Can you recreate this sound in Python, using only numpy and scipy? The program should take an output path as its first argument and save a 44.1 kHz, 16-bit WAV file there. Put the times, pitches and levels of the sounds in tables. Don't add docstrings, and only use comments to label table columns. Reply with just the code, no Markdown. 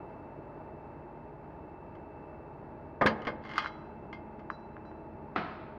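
import sys
import numpy as np
from scipy import signal
from scipy.fft import rfft, irfft, next_fast_len
from scipy.io import wavfile
from scipy.ndimage import map_coordinates

SR = 44100
rng = np.random.default_rng(int(sys.argv[2]) if len(sys.argv) > 2 else 0)


def bounce(signal):
    frames = np.transpose(np.atleast_2d(signal))
    limited = np.clip(frames, -1, 1)
    pcm = np.round(limited * 32767).astype(np.int16)
    wavfile.write(sys.argv[1], SR, pcm)


N = 254898
TIME_S = np.arange(N) / SR
AFTER_HIT_S = np.arange(SR) / SR

# pitch_hz, level_db, fade_s (time to die down by 60 dB)
KNUCKLE_NOTES = [(217, -10, .4), (320, -6, .3), (470, -7, .15), (528, -1, .3), (606, -8, .38),
                 (692, -7, .26), (853, -5, .28), (1058, -2, .2), (1147, -8, .22), (1225, 0, .2),
                 (1450, -8, .15), (1615, -8, .18)]
# pitch_hz, level_db, fade_s
RACE_NOTES = [(2099, -3, .19), (2148, -6, .22), (2490, -17, .2), (2880, -16, .12), (3122, -10, .18),
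              (3215, -9, .1), (3330, -10, .18), (3608, -18, .16), (4086, -14, .16), (4190, -17, .12),
              (4333, -19, .15), (4690, -12, .18), (5100, -19, .22), (5590, -18, .1), (6122, -29, .14),
              (6370, -30, .14), (7310, -34, .1), (9150, -42, .12)]
# pitch_hz, level_db
CRACK_TONE = [(30, -16.5), (100, -2), (300, -2), (1200, -2.5), (1900, -4), (2700, -13), (5000, -33),
              (6800, -35.5), (7900, -58.5), (9000, -35), (15000, -58)]
# pitch_hz, fade_s
CRACK_FADE = [(150, 0.059), (1000, 0.14), (4000, 0.12), (10000, 0.017)]
# pitch_hz, level_db
RUMBLE_TONE = [(40, -17.5), (130, -4), (250, -2), (550, -3.5), (900, -2.5), (1600, -20.5), (3000, -32),
               (8000, -61.5)]
# start_s, level_db, bass_db, treble_db, race_db
HUB_JERKS = [(3.0117, -23, 4, -28, -13), (3.0163, -23.5, 4, -10.5, -11), (3.0567, -31, 15, -12.5, -25),
             (3.0617, -21, 5.5, 5.5, -14), (3.0705, -30.5, -5, 4.5, -7.5), (3.2698, -27, 1, -11, -2)]
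# start_s, length_s, first_hz, last_hz, level_db
RUST_SQUEALS = [(3.011, 0.045, 1252, 1187, -27), (3.06, .018, 1484, 1785, -20.5)]
def hub_breaking_free():
    out = np.zeros(N)
    for start_s, level_db, bass_db, treble_db, race_db in HUB_JERKS:
        crack = amp(-.5) * dying(noise(CRACK_TONE, SR), CRACK_FADE) + amp(2.5) * pulse(CRACK_TONE)
        steel = amp(-10) * ring(KNUCKLE_NOTES) + amp(race_db) * ring(RACE_NOTES, sustain=.75)
        rumble = amp(-13) * dying(noise(RUMBLE_TONE, SR), [(150, .99), (600, .73), (2000, .26)])
        tone = [(400, bass_db), (900, .0033), (1800, .015), (4000, treble_db)]
        add(out, start_s, amp(level_db) * (shape_tone(crack + steel, tone) + rumble))
    for start_s, length_s, first_hz, last_hz, level_db in RUST_SQUEALS:
        glide_hz = np.linspace(first_hz, last_hz, int(length_s * SR))
        squeal = np.sin(2 * np.pi * np.cumsum(glide_hz) / SR)
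        add(out, start_s, amp(level_db) * signal.windows.tukey(len(squeal), .5) * squeal)
    return out


# pitch_hz, level_db
THUMP_TONE = [(30, -29), (100, 4.5), (220, 9), (500, 3.5), (800, 8.5), (1300, 8.5), (2200, 1), (3200, -10),
              (4600, -17), (6300, -39), (8000, -62), (14000, -58)]
# start_s, level_db
FLOOR_HITS = [(5.357, -35), (5.361, -17), (5.364, -23), (5.371, -47), (5.378, -21.5)]
def part_landing():
    out = np.zeros(N)
    for start_s, level_db in FLOOR_HITS:
        tail = dying(noise(THUMP_TONE, SR), [(200, .27), (1500, .15), (6000, .21)])
        add(out, start_s, amp(level_db) * (pulse(THUMP_TONE) + amp(-12.5) * tail))
    return out


# pitch_hz, level_db, fade_s
BAR_NOTES = [(3976, -2, .5), (3988, -6, .5), (4700, -14, .25), (5120, -15, .35), (5744, -20, .55),
             (6650, -26, .3)]
# pitch_hz, level_db
KNOCK_TONE = [(200, -25), (750, -15), (1080, 0), (1600, 0), (2300, -17), (3200, -25), (4500, -46),
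              (12000, -64)]
# start_s, level_db, ring_db
BAR_KNOCKS = [(3.5805, -13, -75), (3.6455, -28, -54), (3.660, -18, -75), (4.5017, -20.5, -58),
              (4.767, -35, -90), (4.852, -43, -69), (4.9154, -44, -95)]
def bar_knocking():
    touch_s, hop_s, hop_db = .00022, .0123, -15
    knocks, singing = np.zeros(N), np.zeros(N)
    touch = signal.windows.hann(round(touch_s * SR) + 2)
    for start_s, level_db, ring_db in BAR_KNOCKS:
        click = pulse(KNOCK_TONE) + amp(-18) * dying(noise(KNOCK_TONE, SR), [(1000, .06), (5000, .04)])
        knock = np.convolve(click, touch / touch.sum())
        add(knocks, start_s, amp(level_db) * knock)
        add(knocks, start_s + hop_s, amp(level_db + hop_db) * knock)
        add(singing, start_s, amp(ring_db) * ring(BAR_NOTES))
    return knocks + singing * amp(2.5 * wobble(45) - 1)


# start_s, level_db, race_db
BAR_GRAZES = [(.098, -67, -6), (1.953, -59.5, -12), (3.2197, -44, -20.5), (3.2515, -40.5, -17),
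              (3.452, -44, -10.5), (4.1284, -45, -3.5), (4.394, -55, -12)]
def bar_sliding():
    chatter_start_s, chatter_gap_s, clear_s = 3.4923, .0219, 3.68
    out = np.zeros(N)
    for start_s, level_db, race_db in BAR_GRAZES:
        add(out, start_s, amp(level_db) * graze(treble_db=-5, race_db=race_db))
    add(out, 3.58, amp(-28.5) * graze(treble_db=4, race_db=-9.5))
    for start_s in np.arange(chatter_start_s, clear_s, chatter_gap_s):
        add(out, start_s, amp(-39 + rubbing_db(start_s)) * graze(treble_db=-1.5, race_db=-8))
    return out + rust_scraping(start_s=3.43, end_s=clear_s)


# pitch_hz, level_db
TICK_TONE = [(200, -16.5), (1000, 2.5), (2100, -2.5), (2450, -12.5), (3000, -2), (3700, -16), (4500, -10),
             (5900, -22.5), (7200, -28), (8000, -45), (9200, -37), (15000, -47)]
def graze(treble_db, race_db):
    tail = dying(noise(TICK_TONE, SR), [(1000, .06), (5000, .06), (10000, .04)])
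    tick = amp(7) * pulse(TICK_TONE) + amp(-4) * tail
    steel = amp(-9) * ring(KNUCKLE_NOTES) + amp(race_db) * ring(RACE_NOTES, sustain=.95)
    return shape_tone(tick + steel, [(300, -18), (1000, 1.5), (2000, 7), (4000, treble_db)])


def rust_scraping(start_s, end_s, grains_per_s=710, fade_s=.03):
    grains = rng.standard_normal(N) * (rng.random(N) < grains_per_s / SR)
    one_grain = ring(RACE_NOTES, sustain=.7) + amp(21) * pulse(TICK_TONE)
    crunch = signal.fftconvolve(grains, one_grain)[:N]
    tone = [(500, 1), (1500, 5), (2200, 1), (3000, 1.5), (4600, -1.5), (9000, -8.5)]
    touching = ramp(start_s - fade_s / 2, fade_s) - ramp(end_s, fade_s)
    return touching * amp(-43.5 + rubbing_db(TIME_S)) * unit(shape_tone(crunch, tone))


def rubbing_db(time_s, peak_s=3.613, rise_db_per_s=57, fall_db_per_s=109.5):
    return np.minimum(rise_db_per_s * (time_s - peak_s), fall_db_per_s * (peak_s - time_s))


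# cycles_per_turn, level_db
HUM_NOTES = [(2, -86), (3, -63), (4, -68.5), (5, -64), (6, -71.5), (8, -65.5), (9, -60), (11, -67.5),
             (14, -63.5), (20, -68.5), (25, -63), (49, -65.5), (51, -60), (53, -71), (55, -61.5),
             (57, -75.5), (71, -73), (110, -92.5)]
# pitch_hz, level_db
RUSH_TONE = [(35, -36.5), (70, 2.5), (135, 2), (240, 0.5), (340, 6), (520, -2), (625, 3.5), (750, -3.5),
             (900, 0.5), (1030, -7.5), (1450, -13), (2300, -23.5), (3300, -39.5), (4400, -42),
             (6500, -55.5), (15000, -56.5)]
def motor(turns_per_s=16.65, whine_hz=2647):
    shaft_angle = 2 * np.pi * np.cumsum(turns_per_s * (1 + .0005 * wobble(3))) / SR
    load = ramp(0, length_s=1.7)
    swell_db = -12.5 * (1 - load) + 2.5 * load
    hum = np.zeros(N)
    for cycles, level_db in HUM_NOTES:
        note_db = level_db + .8 * wobble(3) + swell_db * (cycles in (4, 5, 6))
        hum += amp(note_db) * np.sin(cycles * shaft_angle + 2 * np.pi * rng.random())
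    whine_db = -70.5 - 4.5 * ramp(0, .62) + 1.4 * wobble(4)
    whine = amp(whine_db) * (1 + .44 * np.sin(shaft_angle)) * np.sin(2 * np.pi * whine_hz * TIME_S)
    tone = wavering_note(pitch_hz=625, level_db=-65.5, wobbles_per_s=5)
    strokes = (1 + .13 * np.sin(4 * shaft_angle)) * amp(.4 * wobble(8))
    rush = noise(RUSH_TONE, N) * amp(-47 - 1.5 * load) * strokes
    return np.sqrt(2) * (hum + whine + tone) + rush


def frame_drone():
    freed = ramp(start_s=3, length_s=.3)
    notes = wavering_note(pitch_hz=217, level_db=0) + wavering_note(pitch_hz=318, level_db=-2)
    return np.sqrt(2) * amp(-69 + 12 * freed) * notes


# pitch_hz, fade_s
ROOM_FADE = [(100, 0.31), (300, 0.69), (800, 1), (1800, 1), (4500, 1), (9000, 0.42)]
def room_echo(sound, build_up_s=.0027):
    tail = dying(rng.standard_normal(SR), ROOM_FADE) * (1 - np.exp(-AFTER_HIT_S / build_up_s))
    return signal.fftconvolve(sound, tail / np.linalg.norm(tail))[:N]


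def ring(notes, sustain=1):
    pitch_hz, level_db, fade_s = np.transpose(notes)[:, :, None]
    strength = amp(level_db + 1.5 * rng.standard_normal(pitch_hz.shape))
    cycles = pitch_hz * AFTER_HIT_S + rng.random(pitch_hz.shape)
    attack = 1 - np.exp(-AFTER_HIT_S / .0008)
    fade = amp(-60 * AFTER_HIT_S / (fade_s * sustain))
    return attack * np.sum(strength * fade * np.sin(2 * np.pi * cycles), axis=0)


def wavering_note(pitch_hz, level_db, wobbles_per_s=6):
    strength = amp(level_db + 2 * wobble(wobbles_per_s))
    return strength * np.sin(2 * np.pi * pitch_hz * TIME_S + .8 * wobble(9))


def pulse(tone):
    click = shape_tone(signal.unit_impulse(SR), tone)
    return click / np.abs(click).max()


def noise(tone, size):
    return unit(shape_tone(rng.standard_normal(size), tone))


def shape_tone(sound, tone):
    size = 2 * next_fast_len(len(sound))
    gain = amp(value_at(tone, np.fft.rfftfreq(size, 1 / SR)))
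    cepstrum = irfft(np.log(gain))
    cepstrum[1:size // 2] *= 2
    cepstrum[size // 2 + 1:] = 0
    return irfft(rfft(sound, size) * np.exp(rfft(cepstrum)), size)[:len(sound)]


def dying(sound, fades):
    pitch_hz, time_s, bands = signal.stft(sound, SR, nperseg=256)
    fade = amp(-60 * time_s / value_at(fades, pitch_hz)[:, None])
    return signal.istft(bands * fade, SR, nperseg=256)[1][:len(sound)]


def value_at(points, pitch_hz):
    pitches, values = np.transpose(points)
    return np.interp(np.log(pitch_hz + 1), np.log(pitches), values)


def wobble(per_s):
    return map_coordinates(rng.standard_normal(int(N * per_s / SR) + 4), [TIME_S * per_s])


def ramp(start_s, length_s):
    return np.clip((TIME_S - start_s) / length_s, 0, 1)


def amp(db):
    return 10 ** (np.asarray(db) / 20)


def unit(sound):
    return sound / np.sqrt(np.mean(sound ** 2) + 1e-20)


def add(track, start_s, sound):
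    part = track[round(start_s * SR):][:len(sound)]
    part += sound[:len(part)]


def scene():
    near = hub_breaking_free() + bar_sliding() + bar_knocking()
    echo = shape_tone(room_echo(near), [(300, -24), (1400, -18), (2200, -21), (4500, -26.5)])
    landing = part_landing()
    return (near + echo + landing + amp(-6) * room_echo(landing) + motor() + frame_drone())[None]


def record(dry, ceiling=.19, top_hz=15700):
    rounded = dry / (1 + np.abs(dry / ceiling) ** 6) ** (1 / 6)
    faded = rounded * signal.windows.tukey(N, .001)
    return signal.sosfilt(signal.ellip(10, .1, 80, top_hz, fs=SR, output="sos"), faded)


dry = scene()
out = record(dry)
bounce(out)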